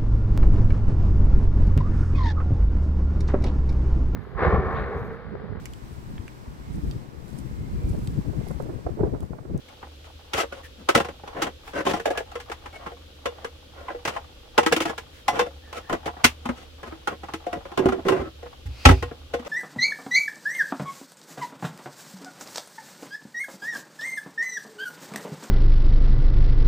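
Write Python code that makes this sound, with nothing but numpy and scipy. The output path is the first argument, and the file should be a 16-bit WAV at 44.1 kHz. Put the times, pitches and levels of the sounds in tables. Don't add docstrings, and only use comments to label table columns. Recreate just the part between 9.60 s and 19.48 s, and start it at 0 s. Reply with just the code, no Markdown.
import sys
import numpy as np
from scipy import signal
from scipy.fft import rfft, irfft
from scipy.io import wavfile

SR = 44100
rng = np.random.default_rng(int(sys.argv[2]) if len(sys.argv) > 2 else 0)


def log_audio(samples):
    frames = np.atleast_2d(samples).T
    limited = np.clip(frames, -1, 1)
    pcm = np.round(limited * 32767).astype(np.int16)
    wavfile.write(sys.argv[1], SR, pcm)


N = 435708
RING_TIME = np.arange(int(SR / 4)) / SR
FREQS = np.fft.rfftfreq(N, 1 / SR)

# (time [s], piece, level [dB], thud [dB], hollow [dB], snap [dB], contact time [s])
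KNOCKS = [(0.084, "tight lid", -54, -6, -2, 0, 0.0017), (0.227, "seal", -36, -16, -4.5, -30, 0.00051),
          (.733, "tub side", -27, -15, 1, -3, 0.0017), (.775, "seal", -29, -21, -5, -7, .0024),
          (0.83, "tub side", -28.5, -30, 2, -25, 0.0021), (.922, "tub side", -35, -16, 2, -11, 0.0023),
          (1.288, "seal", -12.5, -22, 0.5, -12, 0.00067), (1.349, "seal", -13.5, -7, -1, -7, 0.0019),
          (1.375, "large lid", -22, -6, 3, -8, 0.00042), (1.399, "tub side", -20.5, -10, -2, -13, 0.0021),
          (1.445, "tub base", -31.5, -9, -4, -10, 0.0035), (1.485, "tub side", -33, -5.5, 0, -15, .001),
          (1.634, "tub side", -41.5, -2.5, -9, -22, 0.0021), (1.674, "tub base", -36.5, -13, -2, -12, .002),
          (1.818, "nested", -21.5, -21, -2.5, -5.5, 0.0044),
          (1.866, "tub side", -29.5, -8, -1, -14, 0.0025), (2.074, "seal", -39.5, -21, -3, -10, 0.0025),
          (2.264, "large tub", -23, -4, -23, -10, 0.0032), (2.333, "large lid", -26, -2.5, -23, -9, 0.004),
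          (2.397, "small tub", -31, -12, 0, -11, .0016), (2.455, "small tub", -26.5, -25, 7, -6, 0.0016),
          (2.475, "small tub", -29.5, -18, 6.5, -15, 0.00054),
          (2.502, "small tub", -29.5, -29, 7.5, -10.5, 0.0033),
          (2.574, "small tub", -29.5, -26, 3, -3, 0.00069),
          (2.602, "small tub", -38.5, -21, 8.5, -13, .001), (2.715, "seal", -41.5, -28, -13, -10, .001),
          (2.754, "tub base", -31, -34, 2.5, -11.5, .0006),
          (2.799, "small tub", -43.5, -26, -4, -0.5, 0.003),
          (2.897, "small tub", -37.5, -24, 4.5, -10, 0.00055),
          (2.915, "small lid", -30, -37, -4, -10, .0017),
          (3.057, "small lid", -35.5, -34, -2.5, -13, 0.0024),
          (3.26, "small lid", -30.5, -11.5, -4.5, -18.5, 0.0099),
          (3.316, "tub base", -42, -25, 4.5, -16, .0006), (3.656, "tub base", -24.5, -19, 2.5, -9, .0006),
          (3.845, "small tub", -30, -34, 0.5, -12, 0.00046),
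          (4.281, "large lid", -27.5, -35, -5, -26, 0.0023),
          (4.301, "small lid", -32, -32, 1.5, -25, 0.0026),
          (4.345, "tub base", -39.5, -25, 8.5, -20, 0.0027),
          (4.451, "small lid", -24.5, -17, -0.5, -6.5, 0.00069),
          (4.474, "small lid", -23.5, -15, -1.5, -7.5, 0.0056),
          (4.562, "small lid", -29.5, -28, -37, -17, 0.0028),
          (4.978, "tub base", -16.5, -24, 3, -5, 0.00061), (4.982, "seal", -14, -12, -18, -27, 0.0012),
          (5.03, "tub base", -30.5, -9, -6, -5.5, 0.00084),
          (5.062, "nested", -18.5, -10, -1, -7.5, 0.00072), (5.112, "tub base", -27, -8, 0, -17, .002),
          (5.123, "small tub", -20, -4, 3.5, -1.5, 0.00037),
          (5.163, "nested", -25.5, -4.5, 1.5, -2, 0.0005), (5.203, "nested", -22.5, -12, 1, -6.5, 0.00066),
          (5.218, "tight lid", -31.5, -5.5, -3, -1, .0014), (5.252, "nested", -27.5, -2, -18, -6.5, 0.0029),
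          (5.302, "large lid", -33, -22, -3, -22, 0.0016), (5.378, "small tub", -32, -24, -0.5, -5, .0015),
          (5.68, "large lid", -18, -20.5, -25, -8, 0.0009),
          (5.752, "large lid", -30.5, -19, -16, -12, 0.0037), (5.791, "tub base", -16, -16, -1, -12, .0018),
          (5.807, "tub base", -28.5, -11, 7.5, -6.5, 0.0014),
          (5.864, "tub side", -38.5, -10, 5.5, -14, 0.00098),
          (6.127, "large lid", -32.5, -35, -0.5, -11, 0.00074),
          (6.295, "large lid", -23.5, -14, -3, -18.5, 0.0015),
          (6.327, "seal", -25.5, -14, -4, -11.5, 0.00053), (6.456, "tub side", -30.5, -3.5, 4, -7, 0.0053),
          (6.475, "large lid", -27, -13, -7.5, -21, 0.0022), (6.566, "seal", -42.5, -8, -29, -22, 0.0013),
          (6.639, "worktop", -26.5, 0.5, -9, -19, 0.0013),
          (6.642, "tight lid", -11.5, -15.5, -2, -0.5, 0.0017),
          (6.854, "worktop", -31.5, 0, -19, -10, 0.0022), (6.889, "worktop", -26, 0, .5, -18, 0.00049),
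          (7.23, "large lid", -33.5, -13, -1, -15.5, .0006),
          (7.321, "nested", -37.5, -2.5, -0.5, -23, .0007), (7.473, "seal", -19, -21, -3.5, -16.5, 0.00036),
          (7.631, "small lid", -34.5, -7, -6, -16, 0.0076),
          (7.684, "small lid", -36.5, -14, -11, -17, 0.0025),
          (7.736, "nested", -31, -3, -2.5, -5.5, 0.00051),
          (7.865, "large lid", -36.5, -3, 11, -10.5, .0008),
          (7.928, "large lid", -25, -20, 2.5, -17, 0.00096),
          (8.052, "tub side", -36.5, -12, 2, -20, 0.0014),
          (8.116, "large tub", -40.5, -2, -16, -13, 0.00055),
          (8.174, "large tub", -23, -1.5, -1.5, -10.5, 0.00093),
          (8.19, "large tub", -29, 9, -3, -13, .0006), (8.256, "large tub", -23, 8.5, -1.5, -16, 0.00043),
          (8.286, "worktop", -24, -3, -7, -17, .0006), (8.321, "large tub", -26, .5, 2, -16.5, .002),
          (8.484, "large tub", -18, -22, -0.5, -11.5, .0007),
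          (8.518, "large tub", -20.5, -1, 1, -18.5, 0.0061),
          (8.827, "tub base", -44.5, -12, 8, -11, 0.0023), (9.253, "door", -6.5, -14, -0.5, -4.5, .0006),
          (9.287, "seal", -13, -5, -3, -12.5, 0.0025), (9.308, "large tub", -22, -27, 4, -8, 0.0021),
          (9.425, "tub base", -25.5, -22, 1, -12, 0.00045), (9.51, "small tub", -40.5, 1, 3.5, -32, 0.0011),
          (9.736, "tub base", -25, -9.5, 4.5, -11.5, 0.0027), (9.793, "worktop", -40.5, 1, 0, -12, .002)]
# (time [s], length [s], piece, relative level [dB], thud [dB], snap [dB])
SCRAPES = [(.445, 0.018, "seal", -53.5, -17, 2.5), (.742, 0.076, "seal", -23, -25, -4),
           (.94, .05, "tub side", -40.5, -30, -11), (1.185, .03, "worktop", -52, 5, -8),
           (1.75, 0.12, "large lid", -29.5, -7.5, -23), (2.137, 0.076, "tub side", -24.5, -12.5, -15.5),
           (2.254, 0.064, "tub side", -24, -6, -8), (2.344, .04, "large lid", -35, -5.5, -7.5),
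           (2.555, 0.04, "small tub", -29.5, -20, -16), (3.13, 0.037, "tight lid", -41, -40, -6),
           (3.191, 0.053, "small lid", -41, -22, -20), (3.74, 0.1, "small lid", -45, -26, -18),
           (4.149, 0.19, "small lid", -40, -28, -21), (4.499, 0.084, "tub side", -38, -14, -10),
           (5.276, 0.027, "small tub", -32, -5.5, -4.5), (5.709, 0.12, "tub side", -28, -10, -15.5),
           (6.148, 0.035, "seal", -30.5, -30, -10.5), (6.309, 0.042, "large lid", -24.5, -1.5, -20.5),
           (6.96, 0.076, "seal", -48, -6, -2), (7.25, .038, "worktop", -37.5, -17, -14),
           (7.494, 0.037, "small lid", -34.5, -4.5, -18), (7.944, 0.036, "tub side", -39.5, 5, -19),
           (8.223, 0.019, "large tub", -30.5, 5, -24), (8.343, 0.057, "large tub", -40, 6, -24),
           (8.454, 0.057, "large tub", -29, 7.5, -12), (8.534, 0.083, "large tub", -28.5, -2, -19.5),
           (8.599, 0.085, "nested", -37.5, -3, -27), (8.858, 0.017, "tub base", -41.5, -8, -16),
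           (9.852, 0.034, "tub side", -32.5, -10, -11.5)]
PIECES = {"small tub": (465, 1680, 0.092, .5, 2.9), "tub base": (483.5, 1059, 0.17, 1, -2),
          "tub side": (555, 820, 0.1, 2.1, 0.9), "large tub": (379.5, 1049, 0.16, -3.5, 0.5),
          "nested": (325, 1300, 0.12, 1, 2.4), "small lid": (823, 1075.5, 0.08, 0.5, 1),
          "large lid": (713.5, 1034, 0.19, 2, 2.5), "seal": (770, 1300, 0.11, 0.5, 3),
          "door": (261, 1324, 0.13, -3.5, -14), "tight lid": (760, 2200, 0.073, 1.3, 5.8),
          "worktop": (243, 1254, 0.1, 2, 4)}
# (frequency [Hz], relative level [dB])
CRACK_COLOUR = [(40, -26), (120, 1.5), (300, 7.5), (800, 15), (1600, 2.5), (3000, -1), (4000, -8),
                (6500, -12), (10000, -19.5), (16000, -28.5)]


def undb(db):
    return 10 ** (np.asarray(db) / 20)


def unit(x):
    return x / np.sqrt(np.mean(x ** 2))


def pan(db):
    return undb(np.array([[db], [-db]]) / 2)


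def fade(t60):
    return np.exp(-np.log(1000) * RING_TIME / t60)


def rise(rise_s):
    return 1 - np.exp(-RING_TIME / rise_s)


def add(out, start_s, sound):
    i = int(start_s * SR)
    out[:, i:i + sound.shape[-1]] += sound[..., :N - i]


def split(x, hz, order=3):
    return [signal.sosfilt(signal.butter(order, hz, kind, fs=SR, output="sos"), x)
            for kind in ("low", "high")]


def stereo_noise(colour, size, width):
    hz, db = np.transpose(colour)
    gain = undb(np.interp(np.log(np.fft.rfftfreq(size, 1 / SR) + 1), np.log(hz), db))
    middle, side = irfft(rfft(rng.standard_normal((2, size))) * gain, size)
    side = split(side, hz=420, order=2)[1]
    return unit(middle + width * np.array([side, -side]))


def ring(hz, t60, wide_hz=400):
    phase = min(hz / wide_hz, 1) ** 2 * rng.standard_normal((2, 1))
    return np.sin(2 * np.pi * hz * RING_TIME + phase) * fade(t60)


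def room_air(db=-51.5):
    # (frequency [Hz], relative level [dB])
    air_colour = [(100, -57.5), (170, -8.5), (301, 1.5), (416, -6), (466, 0.5), (522, 0.5), (778, -21),
                  (1460, -12), (1570, -15), (2050, -16.5), (2170, -15.5), (3240, -8), (9040, -28.5),
                  (12300, -27), (16000, -34)]
    return undb(db) * stereo_noise(air_colour, N, width=1)


def appliance_hum(side_db=-15):
    # (frequency [Hz], width [Hz], level [dB])
    hum_bands = [(33, 26, -59), (54.6, 15, -57.5), (74.4, 14, -49), (119, 69, -60.5)]
    hum = 0
    for hz, width_hz, db in hum_bands:
        band = 1 / (1 + (2 * (FREQS - hz) / width_hz) ** 2)
        middle, side = irfft(rfft(rng.standard_normal((2, N))) * band, N)
        hum = hum + undb(db) * unit(middle + undb(side_db) * np.array([side, -side]))
    return hum


def hinge(peak_s=9.29, swing_s=0.13, db=-43):
    # (frequency [Hz], relative level [dB])
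    colour = [(800, -12.5), (1800, -16), (2500, -5), (3400, -17), (4800, -9), (6000, -20), (9000, -29),
              (16000, -35)]
    swing = np.exp(-((np.arange(N) / SR - peak_s) / swing_s) ** 2)
    return stereo_noise(colour, N, width=0.5) * undb(db) * swing


def cabinet_booms(gain_db=-3, lag_s=0.0005):
    # (time [s], relative level [dB], push length [s])
    bumps = [(0.744, -27, 0.0032), (1.365, -35, 0.002), (6.641, -23, 0.002), (6.881, -25, 0.011),
             (8.272, -20.5, 0.0028), (8.592, -21.5, 0.0046), (9.054, -7.5, 0.028), (9.258, 1, 0.0013),
             (9.296, -2, 0.0043), (9.316, -3.5, 0.0046), (9.421, -18, 0.0049)]
    # (frequency [Hz], relative level [dB], ring time [s])
    panel_tones = [(62.8, 0.5, 0.23), (80.4, 2.5, 0.16), (115, -12.5, 0.31), (263.4, -13.5, 0.18),
                   (383, -17.5, 0.15), (460, -29, 0.15), (828, -5, 0.11)]
    out = np.zeros((2, N))
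    for start_s, db, push_s in bumps:
        boom = sum(undb(tone_db) / np.hypot(1, hz * push_s / 2) * ring(hz, t60)
                   for hz, tone_db, t60 in panel_tones)
        add(out, start_s, -undb(db + gain_db) * boom * rise(push_s))
    out[0] = np.roll(out[0], int(lag_s * SR))
    return split(out, hz=62)[1] * pan(db=-1)


def cupboard_echoes():
    low, high = split(stereo_noise(CRACK_COLOUR, len(RING_TIME), width=1.02), hz=1500)
    return low * fade(t60=0.14) + high * fade(t60=0.13)


def tub_tap(wall_hz, rim_hz, t60, contact_s, wall_db=0, rim_db=-3, shared_db=-6, detune=0.0283):
    # (frequency [Hz], relative level [dB], base ring time [s])
    shared_tones = [(344.8, -2.5, 0.031), (470.8, -4, 0.18), (545.8, 3.5, 0.051), (707, 10, 0.063),
                    (805.6, 11.5, 0.037), (1018, -3, 0.06), (1412, -1, 0.027), (1595, -7.5, 0.037),
                    (1938, -11, 0.087), (2074, -28, 0.14), (2704, -16.5, 0.16), (3030, -11, 0.044),
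                    (3490, -20, 0.18), (5090, -59, 0.13), (5600, -23.5, 0.11), (8230, -30, 0.087)]
    rim = undb(rim_db) * ring(rim_hz, 0.61 * t60)
    rim_overtone = undb(-11) * ring(1.97 * rim_hz, 0.15 * t60)
    ringing = undb(wall_db) * ring(wall_hz, t60) + rim + rim_overtone
    for hz, db, base_t60 in shared_tones:
        grip, spot = rng.standard_normal(2)
        tone = ring(hz * (1 + detune * grip), np.sqrt(base_t60 * t60))
        ringing += undb(shared_db + db + 3 * spot) * tone
    crack = stereo_noise(CRACK_COLOUR, len(RING_TIME), width=0.91) * fade(t60=0.079)
    crack[1] = np.roll(crack[1], 2)
    tail = (ringing + undb(-9) * cupboard_echoes()) * rise(0.0025)
    return (crack + tail) * rise(contact_s)


def gloss(x, db):
    return x + (undb(db) - 1) * split(x, hz=8000, order=1)[1]


def balance(x, length_s, db, thud_db, hollow_db, snap_db, low_pan_db, high_pan_db=0.56):
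    low, high = split(x, hz=786)
    thud, hollow = split(low, hz=277)
    middle, snap = split(high, hz=1910)
    out = 0
    for band, band_db, pan_db in [(thud, thud_db, low_pan_db), (hollow, hollow_db, low_pan_db),
                                  (middle, 0, high_pan_db), (snap, snap_db, high_pan_db)]:
        start_level = np.sqrt(np.mean(band[:, :int(length_s * SR)] ** 2))
        out = out + band / start_level * undb(db + band_db) * pan(pan_db)
    return out


def slips(size, per_s, uneven_db):
    return (rng.random(size) < per_s / SR) * undb(uneven_db * rng.standard_normal(size))


def busy_hands(lead_s=0.039, linger_s=0.092, busy_contacts=3.72):
    times = np.arange(0, N / SR, 0.01)
    since = times - np.array([row[0] for row in KNOCKS + SCRAPES])[:, None]
    reach_s = np.where(since < 0, lead_s, linger_s)
    crowd = np.exp(-(since / reach_s) ** 2).sum(axis=0)
    return np.interp(np.arange(N) / SR, times, np.tanh(crowd / busy_contacts))


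def finger_rustle(rest_db=-61.5, busy_boost_db=27.5, fingers=4):
    rustle = 0
    for wall_hz, rim_hz in rng.uniform([550, 950], [850, 1600], (fingers, 2)):
        tap = tub_tap(wall_hz, rim_hz, t60=0.027, contact_s=0.0026, rim_db=5.5)
        jolts = slips(N, per_s=22, uneven_db=5)
        rustle = rustle + signal.oaconvolve(tap, [jolts], axes=1)[:, :N]
    soft = split(rustle, hz=2200, order=1)[0]
    light = split(soft, hz=620)[1]
    return unit(light) * undb(rest_db + busy_boost_db * busy_hands())


def lid_rubs(squeak_hz=1780, wander=0.045):
    # (time [s], length [s], hiss level [dB], squeak level [dB])
    slides = [(1.027, 0.054, -47.5, -45), (2.031, 0.11, -51, -71), (5.501, 0.14, -53.5, -68),
              (6.005, 0.14, -68, -54), (6.207, 0.15, -62, -52), (9.055, 0.027, -48, -68)]
    # (frequency [Hz], relative level [dB])
    skin_colour = [(500, -12), (1800, 3), (6000, -9), (16000, -16)]
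    out = np.zeros((2, N))
    for start_s, length_s, hiss_db, squeak_db in slides:
        wobble = unit(split(rng.standard_normal(len(RING_TIME)), hz=160)[0])
        hz = squeak_hz * (1 + wander * wobble)
        squeak = undb(squeak_db) * np.sin(2 * np.pi * np.cumsum(hz) / SR)
        hiss = undb(hiss_db) * stereo_noise(skin_colour, len(RING_TIME), width=1)
        swell = np.sin(np.pi * np.minimum(RING_TIME / length_s, 1))
        add(out, start_s, (hiss + squeak) * swell)
    return out


def scrapes(gain_db=-1, hollow_db=1.5, ease_s=0.0073, contact_points=3):
    out = np.zeros((2, N))
    for start_s, length_s, piece, db, thud_db, snap_db in SCRAPES:
        wall_hz, rim_hz, _, pan_db, gloss_db = PIECES[piece]
        pressure = rise(ease_s) * (RING_TIME < length_s)
        scrape = 0
        for _ in range(contact_points):
            jolts = slips(len(RING_TIME), per_s=260, uneven_db=4) * pressure
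            jolts[0] = 1.0
            tap = tub_tap(wall_hz, rim_hz, t60=0.12, contact_s=0.0013,
                          wall_db=-1.5, rim_db=-1.5, shared_db=-8, detune=0.0575)
            scrape = scrape + signal.fftconvolve(tap, [jolts], axes=1)
        scrape = gloss(scrape, gloss_db)
        scrape = balance(scrape, length_s, db + gain_db, thud_db, hollow_db, snap_db, pan_db)
        add(out, start_s - ease_s / 2, scrape)
    return out


def knocks(blow_s=0.034, lead_in_db=-11):
    out = np.zeros((2, N))
    for start_s, piece, db, thud_db, hollow_db, snap_db, contact_s in KNOCKS:
        wall_hz, rim_hz, t60, pan_db, gloss_db = PIECES[piece]
        tap = gloss(tub_tap(wall_hz, rim_hz, t60, contact_s), gloss_db)
        add(out, start_s, balance(tap, blow_s, db, thud_db, hollow_db, snap_db, pan_db))
        lead_s = 0.0018 + 2.5 * contact_s
        swell = np.interp(RING_TIME, [0, lead_s, 2 * lead_s], [0, 1, 0])
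        lead_in = stereo_noise(CRACK_COLOUR, len(RING_TIME), width=0.16) * swell
        add(out, start_s - lead_s, lead_in * undb(db + lead_in_db + snap_db / 2))
    return out


def scene():
    handling = knocks() + scrapes() + finger_rustle() + lid_rubs()
    return handling + cabinet_booms() + hinge() + appliance_hum() + room_air()


def record(dry, bright_hz=6000, left_db=3, top_hz=16000):
    tilt_db = left_db / 2 * FREQS ** 4 / (FREQS ** 4 + bright_hz ** 4)
    heard = irfft(rfft(dry) * undb([tilt_db, -tilt_db]), N)
    treble_cut = signal.ellip(8, 0.2, 80, top_hz, fs=SR, output="sos")
    return signal.sosfilt(treble_cut, np.clip(heard, -1, 1))


dry = scene()
out = record(dry)
log_audio(out)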